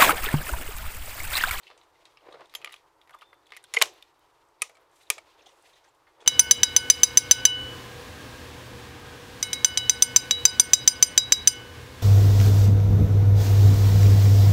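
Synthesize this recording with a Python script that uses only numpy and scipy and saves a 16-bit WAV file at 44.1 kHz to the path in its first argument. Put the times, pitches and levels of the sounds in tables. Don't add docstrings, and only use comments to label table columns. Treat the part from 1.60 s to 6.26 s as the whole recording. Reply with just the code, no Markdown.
import sys
import numpy as np
from scipy import signal
from scipy.fft import rfft, irfft, next_fast_len
from scipy.io import wavfile
from scipy.ndimage import uniform_filter1d, map_coordinates

SR = 44100
rng = np.random.default_rng(int(sys.argv[2]) if len(sys.argv) > 2 else 0)


def magnitude_from_level(level_db):
    exponent = np.asarray(level_db, float) / 20
    return 10 ** exponent


def log_audio(samples):
    frames = np.atleast_2d(samples).T
    limited = np.clip(frames, -1, 1)
    pcm = np.round(limited * 32767).astype(np.int16)
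    wavfile.write(sys.argv[1], SR, pcm)


N = 205581

# frequency in Hz, level in dB, t60 in seconds.
LOOSE = [(1190, 3, .045), (2092, 2, .03), (3000, -5, .04), (3894, -4, .05), (5130, -3, .04),
         (6300, -6, 0.036)]


def unit(x):
    return x / np.sqrt(np.mean(x ** 2) + 1e-20)


def along(points, hz):
    f, v = np.transpose(points)
    return np.interp(np.log(hz + 1), np.log(f + 1), v)


def wobble(rate):
    knots = rng.standard_normal(int(N * rate / SR) + 4)
    return map_coordinates(knots, [np.arange(N) * rate / SR])


def noise(spectrum):
    m = next_fast_len(N)
    colour = magnitude_from_level(along(spectrum, np.fft.rfftfreq(m, 1 / SR)))
    return unit(irfft(rfft(rng.standard_normal(m)) * colour, m)[:N])


def swell(peak_s, rise, fall):
    t = np.arange(N) / SR - peak_s
    return np.exp(-(t / np.where(t < 0, rise, fall)) ** 2)


def add(out, s, x):
    out[round(s * SR):][:len(x)] += x


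def causal(gain):
    c = irfft(np.log(gain + 1e-6))
    c[1:len(c) // 2] *= 2
    c[len(c) // 2 + 1:] = 0
    return np.exp(rfft(c))


def resonance(f, hz, t60):
    width = np.log(1000) / (np.pi * max(t60, 1e-4))
    return 1000j * f / (hz * hz - f * f + 1j * f * width)


def shelter(size):
    # frequency in Hz, t60 in seconds.
    dying = [(300, 0.51), (700, 0.28), (1500, 0.16), (5000, 0.22), (9000, 0.17), (14000, 0.2)]
    hz, t, z = signal.stft(rng.standard_normal(size // 2), SR, nperseg=256)
    decay = magnitude_from_level(-60 * t / along(dying, hz)[:, None])
    tail = signal.istft(z * decay, SR, nperseg=256)[1][:size // 2]
    tail = tail * np.clip(np.arange(len(tail)) / SR / 0.0055 - .4, 0, 1)
    return rfft(tail / np.linalg.norm(tail), size)


def contacts(table, modes, ring_db, top_db, wet_db, spike, rise, soft_s):
    # frequency in Hz, level in dB.
    timber = [(2000, 1.5), (6000, 0), (9000, -5.5), (11000, -10), (16000, -9)]
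    soft_db, hardens = -43.5, .25
    modes_db = -21
    size = 16384
    out, t, f = np.zeros(N + size), np.arange(size) / SR, np.fft.rfftfreq(size, 1 / SR)
    for s, db, hz, low_db, high_db in table:
        t60 = soft_s * magnitude_from_level(-hardens * (db - soft_db))
        push = magnitude_from_level(-60 * t / max(t60, .002)) + spike * magnitude_from_level(-60 * t / 0.0035)
        push = push * (1 - np.exp(-t / rise))
        force = rfft(rng.standard_normal(size) * push)
        force = force * causal(1 / np.sqrt(uniform_filter1d(np.abs(force) ** 2, size=200)))
        treble_db = high_db + top_db
        tone = [(150, low_db - 45.5), (260, low_db - 23.5), (380, low_db - 5.0), (1100, low_db),
                (1550, low_db - 2.5), (1900, -0.5), (3500, -2.5), (4600, -6.0),
                (6500, high_db - 4.0), (9700, high_db - 6.0), (10400, treble_db),
                (13200, treble_db - 6.5), (14200, treble_db - 12.0), (16500, treble_db - 16.5)]
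        luck_db = rng.normal(0, 2, len(modes))
        body = 0
        for k, (mode_hz, level, life) in enumerate(modes):
            body = body + (-1) ** k * magnitude_from_level(level + luck_db[k]) * resonance(f, mode_hz, life)
        spot = resonance(f, hz, .009)
        colour = causal(magnitude_from_level(along(tone, f)))
        crack = force * colour
        ring = magnitude_from_level(modes_db) * body * colour + magnitude_from_level(ring_db) * spot * crack
        hit = crack + ring
        echo = (crack + 0.2 * ring) * magnitude_from_level(wet_db + along(timber, f)) * shelter(size)
        peak = np.abs(irfft(hit * (f > 1500) * (f < 5000))).max()
        add(out, s, magnitude_from_level(db) / peak * irfft(hit + echo))
    return out[:N]


def puffs(table, width):
    size = 4096
    out, f = np.zeros(N + size), np.fft.rfftfreq(size, 1 / SR)
    t = (np.arange(size) - size // 2) / SR
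    for s, db, hz, length in table:
        band = irfft(rfft(rng.standard_normal(size)) * np.exp(-((f - hz) / (width * hz)) ** 2))
        band = band * np.exp(-(2 * t / length) ** 2)
        add(out, s - size // 2 / SR, magnitude_from_level(db) * band / np.abs(band).max())
    return out[:N]


def open_air():
    # frequency in Hz, level in dB per Hz.
    air_colour = [(12, -31), (20, -4.5), (71, -7), (151, -8), (212, -26), (314, -1.5), (416, -1.5),
                  (616, -3), (690, -3), (939, 2.5), (2440, -18), (4160, -25), (4530, -20.5), (14700, -29.5),
                  (16500, -44.5)]
    return magnitude_from_level(-65 + 1.0 * wobble(8.1) + 0.7 * wobble(32)) * noise(air_colour)


def cloth():
    # frequency in Hz, level in dB per Hz.
    pocket_colour = [(59, -50), (100, -18.5), (177, -15.5), (225, -32), (300, -4.5), (506, 2.5), (973, -4),
                     (1620, -11), (2170, -15), (2870, -19), (5000, -27), (9000, -89.5)]
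    swish_colour = [(880, -42), (1500, -8.5), (1890, -1.5), (3780, -2), (5260, -9), (9220, -17.5),
                    (14900, -24), (16500, -34.5)]
    wool_colour = [(2500, -37), (5000, -3.5), (8000, 0), (12000, -7.5), (15000, -20), (16500, -23)]
    # peak time, rise and fall in seconds, peak in dB.
    rummage = [(.12, 0.081, 0.074, -61.5), (.63, 0.017, .02, -59), (.665, 0.019, 0.044, -51),
               (.75, 0.033, 0.022, -51), (.785, 0.027, 0.017, -58), (.82, 0.024, 0.032, -50.5),
               (.4, 0.034, 0.069, -67.5), (1.05, 0.11, 0.072, -59), (2.25, 0.14, 0.14, -61),
               (3.17, 0.12, 0.2, -66), (3.8, 0.045, 0.11, -61.5), (4.101, 0.23, 0.23, -67.5),
               (3.6, 0.13, 0.11, -68.5), (4.68, 0.088, 0.089, -53.5)]
    # peak time, rise and fall in seconds, peak in dB.
    swings = [(.04, 0.036, 0.14, -65), (.45, 0.12, 0.094, -65), (.72, 0.1, 0.24, -64),
              (1.14, 0.14, 0.05, -58), (2.29, 0.26, 0.19, -57), (2.6, 0.16, 0.4, -78),
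              (3.38, 0.087, 0.27, -66.5), (3.75, 0.19, 0.16, -65), (4.12, 0.21, 0.18, -62)]
    # peak time, rise and fall in seconds, peak in dB.
    brushes = [
        (3.37, 0.038, 0.099, -68.5),
        (4.05, 0.16, 0.13, -71.5),
    ]
    still_db = -78
    clumps = 3.5 * wobble(150) + 1.2 * wobble(40)
    pocket = unit(noise(pocket_colour) * magnitude_from_level(clumps))
    swish = unit(noise(swish_colour) * magnitude_from_level(2.6 * wobble(60) + 2.0 * wobble(25)))
    wool = unit(noise(wool_colour) * magnitude_from_level(2.4 * wobble(80)))
    hand = sum(magnitude_from_level(db) * swell(s, rise, fall) for s, rise, fall, db in rummage)
    brush = sum(magnitude_from_level(db) * swell(s, rise, fall) for s, rise, fall, db in brushes)
    arms = magnitude_from_level(still_db) + sum(magnitude_from_level(db - 5.5) * swell(s, rise, fall) for s, rise, fall, db in swings)
    return hand * pocket + arms * swish + brush * wool


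def loose_shells():
    # start in seconds, peak in dB, ring in Hz, low and high tone in dB.
    rattle = [(0.0322, -47, 4170, -21, -14), (0.0685, -41, 2760, -19, -15), (0.077, -42, 2900, -11, -18),
              (0.1016, -43.5, 1000, -2.5, -14), (0.1112, -43.5, 1390, -2.5, -17),
              (0.1764, -52, 985, -26, 0.5), (0.2133, -49.5, 3840, -33, -24), (0.2344, -58.5, 1130, -2, 0),
              (0.356, -56, 1970, -11, -26), (0.4538, -41.5, 3880, -13, -4.5), (0.5716, -45, 2450, 1.5, -14),
              (0.7264, -41.5, 3730, 9, -6), (0.7439, -48.5, 1190, 5, -12), (0.8075, -46, 1040, 0.5, -8),
              (0.816, -50, 1110, 4, -28), (0.8565, -53, 3700, -30, -0.5), (0.8954, -52.5, 3800, -25, -2)]
    return contacts(rattle, LOOSE, ring_db=0, top_db=-20, wet_db=-2.5, spike=0.22, rise=0.00016, soft_s=0.021)


def creaks():
    # centre in seconds, peak in dB, pitch in Hz, length in seconds.
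    slips = [(3.795, -57, 3300, .008), (3.81, -53, 2600, .012), (3.824, -58, 5900, .012),
             (3.826, -57, 3900, .012), (3.868, -51, 6200, .009), (3.869, -48, 3400, .012),
             (3.87, -50, 750, .012), (3.893, -55, 3000, .008), (3.893, -59, 5800, .008),
             (4.14, -54, 3700, .016), (4.135, -62, 6000, .012), (4.158, -62, 6300, .006),
             (4.16, -58, 3900, .01), (4.245, -59, 5800, .01), (4.29, -63, 7400, .02),
             (4.283, -54, 850, .012), (3.435, -57, 3800, .012), (3.472, -55, 3700, .01),
             (.612, -62, 2890, .006), (.727, -45, 3750, .005), (.858, -52, 3700, .008),
             (.656, -56, 2040, .006), (2.052, -55, 3300, .015), (.58, -53, 2900, .016),
             (.573, -52, 5100, .005), (.74, -53, 4000, .025), (1.531, -55, 3100, .005),
             (1.535, -53, 3600, .006), (1.86, -56, 3800, .005), (1.975, -54, 6200, .02),
             (2.044, -51, 1500, .006), (1.549, -42, 1170, .012), (1.567, -53, 1150, .014),
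             (1.541, -49, 1200, .008), (1.626, -48, 1200, .014), (1.968, -50, 5800, .006),
             (2.005, -58, 3500, .01), (3.868, -55, 4400, .01)]
    return puffs(slips, width=0.11)


def ticks():
    # centre in seconds, peak in dB, pitch in Hz, length in seconds.
    snaps = [(.872, -62, 7500, .003), (1.1245, -47, 9600, 0.0033), (1.967, -44, 9500, .003),
             (1.9712, -39.5, 10400, .003), (2.030, -55, 8500, .003), (2.0405, -40.5, 9100, 0.002),
             (2.069, -56, 4500, .002), (2.3385, -57, 12000, 0.0034), (2.853, -68, 7500, .003),
             (2.888, -62, 7500, 0.0032), (3.096, -55, 10410, .003), (3.148, -58, 7500, 0.0042),
             (3.212, -65, 12000, .003), (3.217, -67, 12500, .003), (3.316, -62, 8500, 0.0034),
             (4.025, -53.5, 9020, 0.0025), (4.349, -61.5, 9510, 0.0031), (1.733, -66, 11000, .004),
             (1.743, -63, 11000, .004)]
    return puffs(snaps, width=0.27)


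def first_shell():
    # start in seconds, peak in dB, ring in Hz, low and high tone in dB.
    knocks = [
        (0.9389, -35, 1270, -8, -12.5),
        (0.9504, -25, 3250, -4, -6),
    ]
    # frequency in Hz, level in dB, t60 in seconds.
    case = [(1190, 0, .04), (2070, 6, 0.033), (3270, 1, .03), (4670, 6, 0.04), (5190, 4, 0.062),
            (6300, 6.5, 0.11), (7060, 8, 0.091), (7900, -5, .07), (8760, 2, 0.055), (10400, -10, .04),
            (11100, 5, 0.079), (11900, 15, .03)]
    return contacts(knocks, case, ring_db=2.5, top_db=2.5, wet_db=-12.0, spike=0.66, rise=0.00027, soft_s=0.029)


def second_shell():
    # start in seconds, peak in dB, ring in Hz, low and high tone in dB.
    knocks = [
        (1.0155, -42.5, 2450, -2, -9),
        (1.024, -43, 2590, -7, -21),
        (1.0454, -24.5, 2360, -4, -6),
        (1.1202, -43, 1940, -3, -6),
        (1.1243, -40, 3820, -20, 2),
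        (1.1304, -40.5, 3750, -4, -8),
        (1.1405, -34.5, 2400, 1, -6),
        (1.1606, -46.5, 3360, -23, -9),
    ]
    # start in seconds, peak in dB, ring in Hz.
    rocks = [
        (1.059, -32, 2250),
        (1.0732, -35, 2100),
        (1.0932, -42.5, 1980),
        (1.1085, -43, 1970),
    ]
    # frequency in Hz, level in dB, t60 in seconds.
    case = [(1210, 8.5, 0.058), (2030, -2, 0.038), (2360, -4, .03), (2900, 16.5, 0.013), (3240, 7, .03),
            (4650, -1, .03), (7100, 2, 0.064), (9000, -6, 0.034), (9690, 0, .03), (10200, 4, 0.054),
            (12000, 1, .03)]
    rock_low_db, rock_high_db = 3, -21
    rocking = [(*rock, rock_low_db, rock_high_db) for rock in rocks]
    return contacts(knocks + rocking, case, ring_db=0.5, top_db=-5.0, wet_db=-12.5, spike=0.35,
                    rise=0.00071, soft_s=0.021)


def seating():
    # start in seconds, peak in dB, ring in Hz, low and high tone in dB.
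    presses = [(1.4142, -47, 3500, -39, -13), (1.4738, -50.5, 2040, -9, -9), (1.4943, -47.5, 2010, 7, -7),
               (1.5075, -44.5, 2050, 14, -1), (1.538, -48, 1170, -3, -12), (1.544, -52, 1800, -4, -7),
               (1.547, -50, 1120, 13.5, 1), (1.5877, -54, 2030, -22, 0), (1.611, -44, 2900, -7, -12),
               (1.6187, -45, 1210, 2, -11), (1.627, -46.5, 2540, 1, -12), (1.7295, -45, 1970, 10.5, -28)]
    return contacts(presses, LOOSE, ring_db=2.0, top_db=-1.5, wet_db=-7.5, spike=1.4, rise=0.0002, soft_s=0.031)


def bird():
    t = np.arange(N) / SR
    arch = np.clip((t - 1.7) / .14, -2, 2) ** 2
    hz = 3545 + 25 * wobble(60) - 40 * arch
    beat = 1 + 0.72 * np.cos(2 * np.pi * 52 * t + 1.5 * wobble(22.1))
    loudness = magnitude_from_level(-65) * swell(1.627, rise=0.07, fall=0.13)
    return loudness * beat * np.sin(2 * np.pi * np.cumsum(hz) / SR)


def grasp():
    # start in seconds, peak in dB, ring in Hz, low and high tone in dB.
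    touches = [(1.8665, -50.5, 3400, -28, -2), (1.8909, -53, 1250, -17, -26), (1.9047, -48, 3560, 2, -8),
               (1.9206, -34.5, 2070, -0.5, -15), (1.9353, -39.5, 2040, -8, -17),
               (1.944, -45, 2200, -8, -16), (1.9485, -44, 2450, -13, -12), (1.960, -56, 2680, -2, -16),
               (1.9656, -34.5, 2030, -0.5, -12.5), (1.9704, -38.5, 1970, -15, -7.5),
               (2.04, -43.5, 3820, -18, -0.5)]
    return contacts(touches, LOOSE, ring_db=1.0, top_db=-7, wet_db=-8.5, spike=.8, rise=0.00025, soft_s=0.035)


def slide():
    # start in seconds, peak in dB, ring in Hz, low and high tone in dB.
    clicks = [(2.1382, -21, 2100, -7.5, -1), (2.1455, -25, 2158, -0.5, -4.5),
              (2.163, -27.5, 2175, -7.5, -12), (2.1672, -20.5, 2133, -0.5, -8.5),
              (2.171, -25.5, 3027, 10, -8), (2.1864, -31, 2150, -12, -0.5), (2.196, -38, 2115, 1, -11.5),
              (2.2075, -34.5, 2118, -5.5, -7)]
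    # frequency in Hz, level in dB, t60 in seconds.
    lever = [(495, -5.5, 0.028), (1150, -4, .05), (2150, 3, 0.054), (4250, 3, .03), (5350, 5.5, 0.027),
             (6790, 8.5, 0.05), (11070, 11, .07)]
    return contacts(clicks, lever, ring_db=-10.0, top_db=-12.5, wet_db=-12.5, spike=.15,
                    rise=0.00013, soft_s=0.043)


def thump():
    # start in seconds, peak in dB, pitch in Hz, t60 in seconds.
    jolts = [
        (2.219, -56, 55, .13),
        (2.22, -60, 120, .2),
        (2.145, -62, 140, .1),
        (2.172, -31, 470, .13),
    ]
    out, t = np.zeros(N), np.arange(SR // 4) / SR
    for s, db, hz, t60 in jolts:
        add(out, s, magnitude_from_level(db - 60 * t / t60) * np.sin(2 * np.pi * hz * t))
    return out


def bolt():
    # start in seconds, peak in dB, pitch in Hz, rise and fall in seconds.
    squeal = [(2.1665, -12.5, 2110, 0.0039, 0.0014), (2.1709, -11.5, 2128, 0.0022, 0.0033),
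              (2.175, -20, 2360, .002, 0.0022), (2.1678, -18.5, 3000, 0.0018, 0.0027),
              (2.2141, -8, 2900, 0.0013, .0008), (2.2178, -6.5, 2180, 0.0011, .0013),
              (2.2228, -6, 4105, .0007, 0.00098)]
    out, t = np.zeros(N), np.arange(2000) / SR
    for s, db, hz, rise, fall in squeal:
        growing = np.sin(np.pi / 2 * t / rise) ** 2
        fading = np.exp(-((t - rise) / fall) ** 2)
        add(out, s, magnitude_from_level(db) * np.where(t < rise, growing, fading) * np.sin(2 * np.pi * hz * t))
    return out


def snap_shut():
    # start in seconds, peak in dB, ring in Hz, low and high tone in dB.
    slam = [
        (2.2146, -11.5, 2920, 0, -1),
        (2.2156, -8.5, 2790, 2, -5.5),
        (2.2182, -20, 2400, -8.5, -6.5),
        (2.2203, -16.5, 2500, -7, -8),
    ]
    closing = [
        (2.2227, -5.5, 4130, -7.5, 4),
        (2.2240, -9.5, 3106, -0.5, 0.5),
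        (2.2308, -26, 3940, -5.5, -9),
        (2.236, -24.5, 2840, 0.5, -13.5),
        (2.257, -36, 4010, -1.5, -3),
        (2.4246, -36.5, 3570, -39, -8.5),
    ]
    # frequency in Hz, level in dB, t60 in seconds.
    frame = [(413, -9.5, 0.065), (623.7, 2, .04), (880, -1.5, .035), (1085, 7, 0.022), (1520, 8.5, .015),
             (1850, 0, 0.022), (2400, 0, .02), (2965, 1, 0.034), (4130, -4.5, .01), (5514, -5.5, 0.023),
             (7030, 6, 0.02), (11660, 13.5, 0.0099)]
    home = contacts(slam, frame, ring_db=-1.5, top_db=-17.5, wet_db=-13.5, spike=0.44,
                    rise=0.00046, soft_s=0.026)
    locked = contacts(closing, frame, ring_db=-1, top_db=-5.0, wet_db=-14.0, spike=0.89,
                      rise=0.00026, soft_s=0.014)
    return home + locked


def thumb():
    # start in seconds, peak in dB, ring in Hz, low and
    # high tone in dB.
    thumb_moves = [
        (3.013, -47, 3750, -22, -16),
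        (3.152, -52.5, 4160, -18.5, -2.5),
        (3.1692, -49.5, 2200, 3, -6.5),
        (3.582, -43.5, 650, 4, 0.5),
                   (3.095, -46.5, 2030, 4.5, -6),
        (3.5805, -35, 2286, -3.5, -7),
    ]
    # frequency in Hz, level in dB, t60 in seconds.
    spur = [(650, 8.5, 0.06), (1290, 3, 0.047), (2286, 11, .06), (3250, -2, 0.029), (7500, 12, 0.018),
            (8300, 2, .02)]
    return contacts(thumb_moves, spur, ring_db=-2.5, top_db=-12.5, wet_db=-13, spike=.2,
                    rise=0.00047, soft_s=0.039)


def cocking(hammer):
    # delay in seconds, loss in dB, low and high tone in dB.
    catch = [
        (0, 0, -6.5, 7),
        (.0015, 4, -4, -3),
        (.004, 8, -7.5, -1),
        (.007, 18.5, -4, 4.5),
    ]
    s, db, hz, bright_db = hammer
    return [(s + late, db - loss_db, hz, low_db, high_db + bright_db)
            for late, loss_db, low_db, high_db in catch]


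def hammers():
    # start in seconds, peak in dB, ring in Hz, brightness in dB.
    cocks = [
        (3.0195, -15, 2497, 1),
        (3.5014, -11, 2480, -1),
    ]
    # frequency in Hz, level in dB, t60 in seconds.
    right_lock = [(470, 2.5, 0.037), (1000, 10, .02), (1244, 12.5, 0.037), (1900, 5.5, .035),
                  (2164, 11, 0.049), (2570, 15, .015), (3027, -17, .03), (4520, -5, .05), (6120, -11, .05),
                  (7140, 0, .04), (7850, -3, 0.045), (8700, 18.5, .01), (9500, 16, 0.024),
                  (12500, 9, 0.0056)]
    left_lock = [(440, 0.5, 0.046), (910, 6.5, .03), (1221, 6, 0.041), (1870, 2.5, 0.038), (2350, 5, 0.048),
                 (2450, 10.5, 0.016), (2920, 4.5, 0.025), (3130, 9, 0.022), (5065, 7, 0.026),
                 (6075, 2, .05), (7934, 6, .025), (9150, 15, .008), (9627, 12, 0.027), (12580, 17.5, .006)]
    right = contacts(cocking(cocks[0]), right_lock, ring_db=-2.0, top_db=-8, wet_db=-12, spike=1.7,
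                     rise=0.00014, soft_s=0.0245)
    left = contacts(cocking(cocks[1]), left_lock, ring_db=-2, top_db=-6.5, wet_db=-13, spike=2.0,
                    rise=0.00012, soft_s=0.031)
    return right + left


def grip():
    # start in seconds, peak in dB, ring in Hz, low and high tone in dB.
    knocks = [(3.793, -60, 2570, -15.5, -27), (3.859, -48.5, 3375, -11, 0), (3.8898, -56, 3380, -10, 5),
              (4.2437, -58, 1610, 4, 4), (4.486, -76, 3815, -24, 11), (4.468, -55, 1880, 5, -17),
              (4.604, -49.5, 3380, -10, 0), (4.6146, -50.5, 3480, -6, 3), (4.6382, -58, 2380, -2, -2)]
    return contacts(knocks, LOOSE, ring_db=5.0, top_db=-19, wet_db=4.5, spike=0.6, rise=0.0004, soft_s=0.04)


def scene():
    loading = loose_shells() + first_shell() + second_shell() + seating()
    closing_up = grasp() + slide() + thump() + bolt() + snap_shut()
    readying = thumb() + hammers() + grip()
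    small_noises = creaks() + ticks()
    gun = loading + closing_up + readying + small_noises
    return (gun + cloth() + bird() + open_air())[None]


def low_pass(x):
    return signal.sosfilt(signal.butter(12, 16810, fs=SR, output="sos"), x)


def record(dry):
    edge = signal.butter(N=12, Wn=16000, fs=SR, output="sos")
    dry = signal.sosfilt(edge, dry)
    dry = dry / (1 + np.abs(dry / .97) ** 6) ** (1 / 6)
    return low_pass(dry)


dry = scene()
out = record(dry)
log_audio(out)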